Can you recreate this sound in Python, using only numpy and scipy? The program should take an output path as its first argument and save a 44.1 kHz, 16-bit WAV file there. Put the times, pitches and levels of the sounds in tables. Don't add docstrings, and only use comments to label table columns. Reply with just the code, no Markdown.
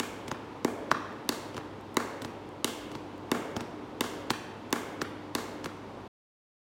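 import sys
import numpy as np
from scipy import signal
from scipy.fft import rfft, irfft
from scipy.io import wavfile
from scipy.ndimage import uniform_filter1d

SR = 44100
rng = np.random.default_rng(int(sys.argv[2]) if len(sys.argv) > 2 else 0)


def to_wav(s):
    ch = np.atleast_2d(s).T
    pcm = np.round(np.clip(ch, -1, 1) * 32767)
    wavfile.write(sys.argv[1], SR, pcm.astype(np.int16))


N = 296352

# f/Hz, level/dB
RUSTLE_COLOUR = [(2000, -22), (5000, -3), (7500, 3), (11000, -2), (16000, -5.5)]


def undb(db):
    return 10 ** (np.asarray(db) / 20)


def unit(x):
    return x / np.sqrt(np.sum(x ** 2) + 1e-20)


def add(track, s, sound):
    start = max(int(s * SR), 0)
    track[start:start + len(sound)] += sound[:N - start]


def along(hz, points, values):
    return np.interp(np.log(np.maximum(hz, 1)), np.log(points), values)


def drift(rate_hz):
    step = int(SR / rate_hz)
    return uniform_filter1d(np.repeat(rng.standard_normal(N // step + 1), step), step)[:N]


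def colour(x, spectrum, size=4096):
    log_gain = np.log(undb(along(np.fft.rfftfreq(size, 1 / SR), *np.transpose(spectrum))))
    cepstrum = irfft(log_gain)
    cepstrum[1:size // 2] *= 2
    cepstrum[size // 2 + 1:] = 0
    return signal.fftconvolve(x, irfft(np.exp(rfft(cepstrum))))[:len(x)]


def ring(modes, part_db, ratio=1, size=2048):
    out = np.zeros(size)
    for hz, swell_s, db, lag_s, part in modes:
        t = np.maximum(np.arange(size) / SR - lag_s, 0)
        pitch = hz * ratio * (1 + .025 * rng.standard_normal())
        envelope = t ** 2 * np.exp(-t / swell_s)
        out += undb(db + part_db[part]) * unit(envelope * np.sin(2 * np.pi * pitch * t))
    return out


def burst(spectrum, decay_s, click=0, size=2048):
    patter = unit(rng.standard_normal(size) * np.exp(-np.arange(size) / SR / decay_s))
    patter[0] += click
    return unit(colour(patter, spectrum))


def floor_reflection(x, delay_s, band_hz=(600, 12000)):
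    i = np.arange(len(x))
    late = np.interp(i - delay_s * SR, i, x, left=0)
    return signal.sosfilt(signal.butter(1, band_hz, "band", fs=SR, output="sos"), late)


def wall_hits(crack_db=-2, snap_db=-2.7, snap_swell_s=.0002, grit_s=.00065, second_reflection_db=-11):
    # t/s, strength/dB, distance/m, hardness (-1 soft cover to 1 hard seam),
    # snap f/Hz, floor reflection lag/s
    hits = [(0.0, -1.3, 1.3, .45, 2750, .00108), (0.647, -1.6, .8, -1, 2870, .00107),
            (1.291, 0, .98, .55, 4500, .00111), (1.969, 0, .85, -.25, 4500, .00102),
            (2.6446, 1, 1.02, .85, 3500, .00104), (3.316, 1.1, 1.14, -.6, 3870, .00109),
            (4.0084, .7, 1.05, .4, 3800, .00109), (4.7272, .7, 1.0, .12, 2850, .00111),
            (5.351, -.3, 1.3, .2, 4490, .00111)]
    layers = {"thump": (4.8, -1, 4.0), "knock": (-5.5, -.25, 6.5), "snap": (-1.5, 1, 5),
              "crack": (-1.5, 1, 3.3)}
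    # f/Hz, swell/s, level/dB, lag/s, layer
    ball_modes = [(331, 0.00089, -2, .0024, "thump"), (540, 0.00071, -7.2, 0.0014, "thump"),
                  (1124, .00042, 0.5, 0, "knock"), (1296, 0.00027, -14, 0.00069, "knock"),
                  (2047, .00032, -4, 0.0011, "knock")]
    # f/Hz, level/dB
    crack_colour = [(1500, -28), (2800, -3), (5000, -2.3), (7000, 0), (10000, -6.5), (16000, -8.5)]
    near, send = np.zeros((2, N))
    for s, strength_db, distance_m, hardness, snap_hz, lag_s in hits:
        part_db = {part: db + strength_db - loss_db * abs(hardness - best)
                   for part, (db, best, loss_db) in layers.items()}
        body = ring(ball_modes + [(snap_hz, snap_swell_s, snap_db, 0, "snap")], part_db)
        crack_gain = undb(part_db["crack"] + crack_db)
        direct = body + crack_gain * burst(crack_colour, grit_s, click=2.2)
        first = floor_reflection(direct, lag_s)
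        second = undb(second_reflection_db) * floor_reflection(first, lag_s)
        add(near, s, (direct + first + second) / distance_m)
        add(send, s, body + crack_gain * burst(crack_colour, grit_s, click=10))
    return near, send


def hall(send, early_db=-3, far_wall_s=.028, bloom=.27, bloom_s=.035, bands=17):
    # f/Hz, level/dB, t60/s
    tail = [(60, -9, 1.1), (150.4, -3.5, 2.0), (280, -0.7, 3.7), (473, -3.6, 2.7), (750, 2.7, 1.3),
            (1120, 2.5, 0.7), (2000, 2.6, 1.4), (3900, -4, 0.85), (8000, -3.9, .68), (15840, -7.7, 0.55)]
    # delay/s, level/dB
    echoes = [(.0072, -16.5), (0.0114, -21.5), (0.0332, -19), (.0555, -24.5)]
    # f/Hz, t60/s, gain at resonance/dB
    standing_waves = [(238.4, 0.61, 14), (300.6, 1.9, 8), (443.5, 1.7, 9)]
    t = np.arange(2 * SR) / SR
    hz, db, t60 = np.transpose(tail)
    centres = np.geomspace(hz[0], hz[-1], bands)
    noise, bins = rfft(rng.standard_normal(len(t))), np.fft.rfftfreq(len(t), 1 / SR)
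    response = np.zeros(len(t))
    for centre, share in zip(centres, np.eye(bands)):
        band = irfft(noise * along(bins, centres, share))
        fade = unit(undb(-60 * t / along(centre, hz, t60)))
        response += undb(along(centre, hz, db)) * fade * band
    swell = 1 + bloom * np.exp(-np.abs(t - far_wall_s) / bloom_s)
    response *= np.where(t < far_wall_s, undb(early_db), swell)
    # f/Hz, level/dB
    echo_colour = [(400, -14), (900, -4), (1800, -4), (4000, -13), (16000, -25.5)]
    for delay_s, echo_db in echoes:
        add(response, delay_s, undb(echo_db) * burst(echo_colour, decay_s=.0018, click=.61))
    for mode_hz, mode_t60, mode_db in standing_waves:
        fade = undb(-60 * t / mode_t60)
        tone = np.sin(2 * np.pi * (mode_hz * t + rng.random()))
        response += undb(mode_db) * 2 * fade / fade.sum() * tone
    return signal.fftconvolve(send, response)[:N]


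def ventilation(air_db=-44.5, waver_db=2.0):
    # f/Hz, relative level/dB
    air_colour = [(25, -38), (38, -22.5), (55, -6), (80, -13), (100, -7), (130, -7), (190, -5.5), (235, -3),
                  (330, -2), (450, -4), (620, -9.5), (950, -7.5), (1700, -20.5), (3500, -26.5), (8000, -42),
                  (16000, -54)]
    # f/Hz, level/dB
    motor_tones = [(100, -55.9), (300, -53), (883, -63)]
    t = np.arange(N) / SR
    air = colour(rng.standard_normal(N), air_colour)
    air *= undb(air_db + .5 * drift(6.3)) / np.std(air)
    hum = np.zeros(N)
    for hz, db in motor_tones:
        amplitude = np.sqrt(2) * undb(db + waver_db * drift(6))
        hum += amplitude * np.sin(2 * np.pi * hz * t + .29 * drift(5))
    return air + hum


def glove_catches(brush_db=-13, brush_lead_s=.005, slap_s=.0023, rustle_s=.0076, pocket_send_db=-5.5):
    # t/s, strength/dB, depth (0 webbing to 1 square in the pocket), pitch ratio
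    contacts = [(0.2804, -16.3, .1, 1), (0.3146, -11.7, .74, 1), (0.9143, -2.6, 1, 1.15),
                (1.5447, -22.5, .7, .95), (1.567, -17.5, .35, .97), (1.5782, -18, .7, 1.15),
                (2.2193, -17, 0, 1), (2.2475, -15, .42, 1), (2.916, -23.5, .2, 1), (2.952, -18.5, .62, .95),
                (3.5652, -10.5, .55, .85), (3.6067, -15.7, .45, .95), (4.304, -1, .27, 1),
                (5.0161, -7.5, .35, 1.3), (5.643, -16, .15, 1), (5.658, -14, .35, 1.25)]
    layers = {"thud": (-5, .5, .7, 12), "thump": (2.5, .75, .55, 13), "pop": (8.2, .96, 1, 11),
              "knock": (1.5, 1.15, 1, 8), "slap": (-.7, 1, 0, 1.5), "rustle": (-6.5, 1, 0, 12.5)}
    # f/Hz, swell/s, level/dB, lag/s, layer
    pocket_modes = [(146, 0.0027, 1.5, .004, "thud"), (275, 0.00096, 1, 0.0037, "thump"),
                    (600, 0.0014, -9, 0, "pop"), (963, 0.00055, 1, 0.00014, "pop"),
                    (1297, 0.00054, -3, 0, "pop"), (1750, .00025, -6.5, 0.00042, "knock")]
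    # f/Hz, level/dB
    slap_colour = [(200, -36.5), (800, -18), (2000, -1), (3500, -0.5), (6000, -6), (9000, -19),
                   (16000, -32.5)]
    near, send = np.zeros((2, N))
    for s, strength_db, depth, ratio in contacts:
        part_db = {part: db + growth * strength_db - loss_db * abs(depth - best)
                   for part, (db, growth, best, loss_db) in layers.items()}
        pocket = ring(pocket_modes, part_db, ratio)
        slap_gain, rustle_gain = undb(part_db["slap"]), undb(part_db["rustle"])
        add(near, s - brush_lead_s, slap_gain * undb(brush_db) * burst(slap_colour, decay_s=.008))
        slap = slap_gain * burst(slap_colour, slap_s, click=.13)
        rustle = rustle_gain * burst(RUSTLE_COLOUR, rustle_s)
        add(near, s, pocket + slap + rustle)
        even_slap = slap_gain * burst(slap_colour, slap_s, click=1.5)
        even_rustle = rustle_gain * burst(RUSTLE_COLOUR, rustle_s, click=.58)
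        add(send, s, undb(pocket_send_db) * pocket + even_slap + even_rustle)
    return near, send


def faint_ticks():
    # t/s, level/dB
    ticks = [(1.127, -42), (1.81, -40), (1.944, -30), (2.490, -39), (3.179, -39.5), (4.706, -33)]
    out = np.zeros(N)
    for s, db in ticks:
        add(out, s, undb(db) * burst(RUSTLE_COLOUR, decay_s=.0015))
    return out


def scene(wall_send_db=-1, glove_send_db=-4.4):
    wall, wall_send = wall_hits()
    glove, glove_send = glove_catches()
    ticks = faint_ticks()
    send = undb(wall_send_db) * wall_send + undb(glove_send_db) * (glove_send + ticks)
    return (wall + glove + ticks + hall(send) + ventilation())[None]


def record(dry, low_cut_hz=45, top_hz=16000, stop_s=6.08, fade_s=.003):
    gate = np.clip((stop_s - np.arange(N) / SR) / fade_s, 0, 1)
    thinned = signal.sosfilt(signal.butter(2, low_cut_hz, "high", fs=SR, output="sos"), dry)
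    return signal.sosfilt(signal.ellip(8, .2, 80, top_hz, fs=SR, output="sos"), thinned * gate)


dry = scene()
out = record(dry)
to_wav(out)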